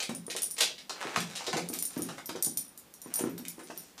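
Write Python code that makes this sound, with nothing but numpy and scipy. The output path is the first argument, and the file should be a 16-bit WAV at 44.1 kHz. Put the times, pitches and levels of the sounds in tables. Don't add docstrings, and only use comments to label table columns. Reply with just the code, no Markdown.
import sys
import numpy as np
from scipy import signal
from scipy.fft import rfft, irfft
from scipy.io import wavfile
from scipy.ndimage import uniform_filter1d

SR = 44100
rng = np.random.default_rng(int(sys.argv[2]) if len(sys.argv) > 2 else 0)


def generate_wav(signal):
    frames = np.transpose(np.atleast_2d(signal))
    scaled = np.clip(frames, -1, 1) * 32767
    pcm = np.round(scaled).astype(np.int16)
    wavfile.write(sys.argv[1], SR, pcm)


N = 176400
BANDS_HZ = [(1720, 6060), (429, 2360), (4720, 9500)]


def amp(db):
    return 10 ** (np.asarray(db) / 20)


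def unit_rms(x):
    return x / np.sqrt(np.mean(x ** 2) + 1e-20)


def unit_peak(x):
    return x / abs(x).max()


def log_interp(points, hz):
    point_hz, values = np.transpose(points)
    return np.interp(np.log(hz + 1), np.log(point_hz + 1), values)


def add(mix, start_s, sound):
    part = mix[max(round(start_s * SR), 0):][:len(sound)]
    part += sound[:len(part)]


def bandpass(x, edges_hz):
    return signal.sosfilt(signal.butter(2, np.clip(edges_hz, 30, 20000), "bandpass", fs=SR, output="sos"), x)


# start_s, bite_db, body_relative_db, fizz_relative_db, scrape_s
HARD_CONTACTS = [(0.0024, -20, -10.5, -39, 0.0063), (0.026, -23.5, -10.5, -7, 0.0085),
                 (0.0922, -32.5, 3.5, -5, 0.012), (0.3004, -26.5, -17, -8.5, 0.023),
                 (0.3646, -22, -11.5, 0.5, 0.012), (0.566, -32.5, -7, -21, 0.026),
                 (0.582, -22.5, -11, -6, 0.017), (0.6048, -14.5, -11.5, -17, 0.032),
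                 (0.6082, -9.5, -13, -2.5, 0.004), (0.7815, -34.5, -16, -29, 0.019),
                 (0.8953, -25.5, -2, -23, 0.012), (1.1601, -22, 0, -13, 0.024),
                 (1.204, -21.5, -20, -2, 0.0042), (1.354, -25.5, -11.5, -8, 0.028),
                 (1.4667, -24, -8.5, -30, 0.02), (1.53, -24.5, 2.5, -22, 0.0085),
                 (1.5686, -22.5, -2.5, -8.5, 0.013), (1.73, -30, -7.5, -5.5, 0.035),
                 (2.088, -33.5, 3, -6, 0.0088), (2.1818, -33.5, 3, -8, 0.0092),
                 (2.292, -27.5, -3, -13, 0.008), (2.3575, -35, -0.5, -25, 0.01),
                 (3.192, -24.5, 0.5, 4, 0.0042), (3.379, -34, -2.5, -24, 0.0045),
                 (3.452, -28.5, -12, -7, 0.0029), (3.592, -43, 4.5, -1, 0.019),
                 (3.7032, -43.5, 9.5, -15, 0.0038), (3.979, -37.5, -1.5, -22, 0.027)]


def claw_and_gate_clicks(snap_db=9.5, snap_s=0.00025, grain_db=2.5):
    out, t = np.zeros(N), np.arange(SR // 5) / SR
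    for start_s, bite_db, body_db, fizz_db, scrape_s in HARD_CONTACTS:
        noise = rng.standard_normal(t.size)
        grains = amp(grain_db * np.repeat(rng.standard_normal(t.size // 30), 30))
        scrape = noise * grains * np.exp(-(t / scrape_s) ** 2)
        snap = amp(snap_db) * rng.choice([-1, 1], t.size) * np.exp(-t / snap_s)
        for band_db, edges_hz in zip((0, body_db, fizz_db), BANDS_HZ):
            add(out, start_s, amp(bite_db + band_db) * unit_peak(bandpass(scrape + snap, edges_hz)))
    return out


# start_s, level_db, pitch_hz
PADDED_BLOWS = [(0.091, -28, 219), (0.2804, -31, 398), (0.351, -29.5, 475), (1.052, -29, 370),
                (1.1618, -15.5, 2080), (1.1622, -13, 1060), (1.172, -26, 193), (1.408, -30, 830),
                (1.48, -24, 444), (1.535, -28.5, 174), (1.561, -24.5, 390), (1.699, -27.5, 290),
                (1.967, -24.5, 289), (1.994, -24.5, 314), (2.006, -34.5, 150), (2.291, -31.5, 330),
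                (2.352, -30, 436), (2.468, -30.5, 265), (3.059, -35, 265), (3.208, -24, 328),
                (3.2378, -17.5, 305), (3.272, -31, 330), (3.393, -35, 232), (3.581, -37, 330),
                (3.6989, -34, 320)]
# pitch_hz, t60_s, level_db
BOARD_MODES = [(125, .15, -6), (176, .35, 3)]


def paw_thumps(rise_cycles=0.5, roughness=0.3, boards_db=1):
    blows, t = np.zeros(N), np.arange(SR // 2) / SR
    for start_s, level_db, hz in PADDED_BLOWS:
        noise = unit_rms(bandpass(rng.standard_normal(t.size), (hz / 2, hz * 3)))
        swing = np.sin(2 * np.pi * hz * t) + roughness * noise
        envelope = t * np.exp(-t * hz / rise_cycles)
        add(blows, start_s, amp(level_db) * unit_peak(swing * envelope))
    boards = sum(amp(db - 60 * t / t60) * np.sin(2 * np.pi * hz * t) / (t60 * SR / 14)
                 for hz, t60, db in BOARD_MODES)
    return blows + amp(boards_db) * signal.fftconvolve(blows, boards)[:N]


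# start_s, second_pair_db, other_pairs_relative_db, tick_relative_db
TAG_STRIKES = [(0.1495, -30.5, -23, 1.5), (0.266, -37.5, -27, -1), (0.4203, -29, -18, 8),
               (0.4316, -26, -13, 3), (0.4577, -45, -18, 12), (0.5102, -25.5, -10.5, -1.5),
               (1.688, -25.5, -12.5, -0.5), (1.7372, -38, 8, 11.5), (1.7879, -28.5, -8, 5.5),
               (1.825, -23, -6, -7), (1.8522, -23.5, -7.5, -0.5), (1.9773, -35.5, -0.5, -2),
               (2.0207, -28.5, -7, 3), (2.2586, -41, 5, 9), (2.4248, -22.5, 3, 5), (2.4471, -21.5, -20, 2),
               (2.463, -24.5, -10, 2.5), (2.5729, -21.5, -4.5, -0.5), (2.7762, -36.5, -4.5, 0.5),
               (2.939, -46.5, -8, 11.5), (3.017, -44, 0.5, 12), (3.1396, -23.5, -3, 1),
               (3.1579, -23.5, -0.5, -10), (3.1963, -29, -11, -1.5), (3.296, -51, 6, -5),
               (3.3807, -48.5, 7, 15), (3.483, -37, -4, 12.5), (3.635, -39, -7.5, -11),
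               (3.776, -39, 2, -10)]
TAG_MODES = [5700, 5770, 9527, 9600, 13240, 13350, 15150, 15300]


def collar_tag(flutter_db=3.0, rebounds_per_s=45, rebound_db=-9, rebound_t60_s=0.3, tick_s=0.0025):
    out, t = np.zeros(N), np.arange(SR // 5) / SR
    t60_s = np.repeat([0.035, 0.058, 0.048, 0.057], 2)
    scatters = rng.standard_normal((len(TAG_STRIKES), 2, len(TAG_MODES)))
    noises = rng.standard_normal((len(TAG_STRIKES), t.size))
    for (start_s, level_db, others_db, tick_db), scatter, noise in zip(TAG_STRIKES, scatters, noises):
        modes_db = np.repeat([others_db - 7, 0, others_db, others_db - 18], 2) + 1.62 * scatter[0]
        modes_hz = np.array(TAG_MODES) * (1 + 0.0032 * scatter[1])
        ring = sum(amp(db - 60 * t / t60) * np.sin(2 * np.pi * hz * t) / 2
                   for hz, t60, db in zip(modes_hz, t60_s, modes_db))
        flutter = amp(flutter_db * unit_rms(uniform_filter1d(noise, size=200)))
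        rebounds = rng.random(t.size) < rebounds_per_s / SR
        hits = rebounds * noise * amp(rebound_db - 60 * t / rebound_t60_s)
        hits[0] = 1
        add(out, start_s, amp(level_db) * signal.fftconvolve(flutter * ring, hits))
        tick = bandpass(noise * np.exp(-t / tick_s), edges_hz=(5170, 12900))
        add(out, start_s, amp(level_db + tick_db) * unit_peak(tick))
    return out


# start_s, length_s, bite_db, body_relative_db, fizz_relative_db
RUB_STROKES = [(0.935, 0.24, -54.5, 10.5, -2), (1.218, 0.48, -54.5, -2, -4), (1.876, 0.32, -60, 0, 0.5),
               (3.039, 0.32, -70, 12, 5), (3.547, 0.37, -66, -6.5, 4)]


def rubbing(grains_per_s=2700, spread_db=6.5):
    out, t = np.zeros(N), np.arange(N) / SR
    strength = amp(spread_db * np.minimum(rng.exponential(1, N), 5))
    grains = strength * (rng.random(N) < grains_per_s / SR)
    bands = [unit_rms(bandpass(grains * rng.choice([-1, 1], N), edges)) for edges in BANDS_HZ]
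    for start_s, length_s, bite_db, body_db, fizz_db in RUB_STROKES:
        swell = np.sin(np.pi * np.clip((t - start_s) / length_s, 0, 1)) ** .5
        out += swell * sum(amp(bite_db + db) * band for db, band in zip((0, body_db, fizz_db), bands))
    return out


# frequency_hz, t60_s
HALL_DECAY = [(150, 0.6), (1000, 0.24), (4000, 0.3), (14000, 0.18)]


def hallway(x, gap_s=0.0023, rotation_hz=3.5):
    hz, t, spectra = signal.stft(rng.standard_normal((3, SR // 2)), SR, nperseg=256)
    decay = amp(-60 * t / log_interp(HALL_DECAY, hz)[:, None])
    tails = signal.istft(spectra * decay, SR, nperseg=256)[1]
    tails *= np.clip(np.arange(tails.shape[1]) / SR / gap_s - 1, 0, 1)
    tails /= np.linalg.norm(tails, axis=1)[:, None]
    angle = 2 * np.pi * rotation_hz * np.arange(N) / SR + np.pi * np.arange(3)[:, None] / 3
    feeds = x * np.sin(angle) * np.sqrt(2 / 3)
    return signal.fftconvolve(feeds, tails, axes=1).sum(0)[:N]


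def scene():
    tag, paws = collar_tag(), paw_thumps()
    scrabble = claw_and_gate_clicks() + rubbing()
    reverb = hallway(scrabble + amp(-2) * tag + amp(-3.5) * paws)
    return (tag + paws + scrabble + amp(1.5) * reverb)[None]


# frequency_hz, relative_density_db
NOISE_FLOOR = [(30, -22), (65, -5), (95, -12.5), (200, 1), (600, -7), (2500, -14), (9000, -18.5),
               (15000, -18)]


def record(dry):
    low_cut_hz, high_cut_hz, floor_db = 110.5, 15450, -59
    thin = signal.sosfilt(signal.butter(5, low_cut_hz, "highpass", fs=SR, output="sos"), dry)
    colour = amp(log_interp(NOISE_FLOOR, np.fft.rfftfreq(N, 1 / SR)))
    noise = unit_rms(irfft(rfft(rng.standard_normal(N)) * colour, N))
    lowpass = signal.firwin(511, high_cut_hz, window=("kaiser", 9), fs=SR)
    return signal.oaconvolve(thin + amp(floor_db) * noise, lowpass[None], "same")


dry = scene()
out = record(dry)
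generate_wav(out)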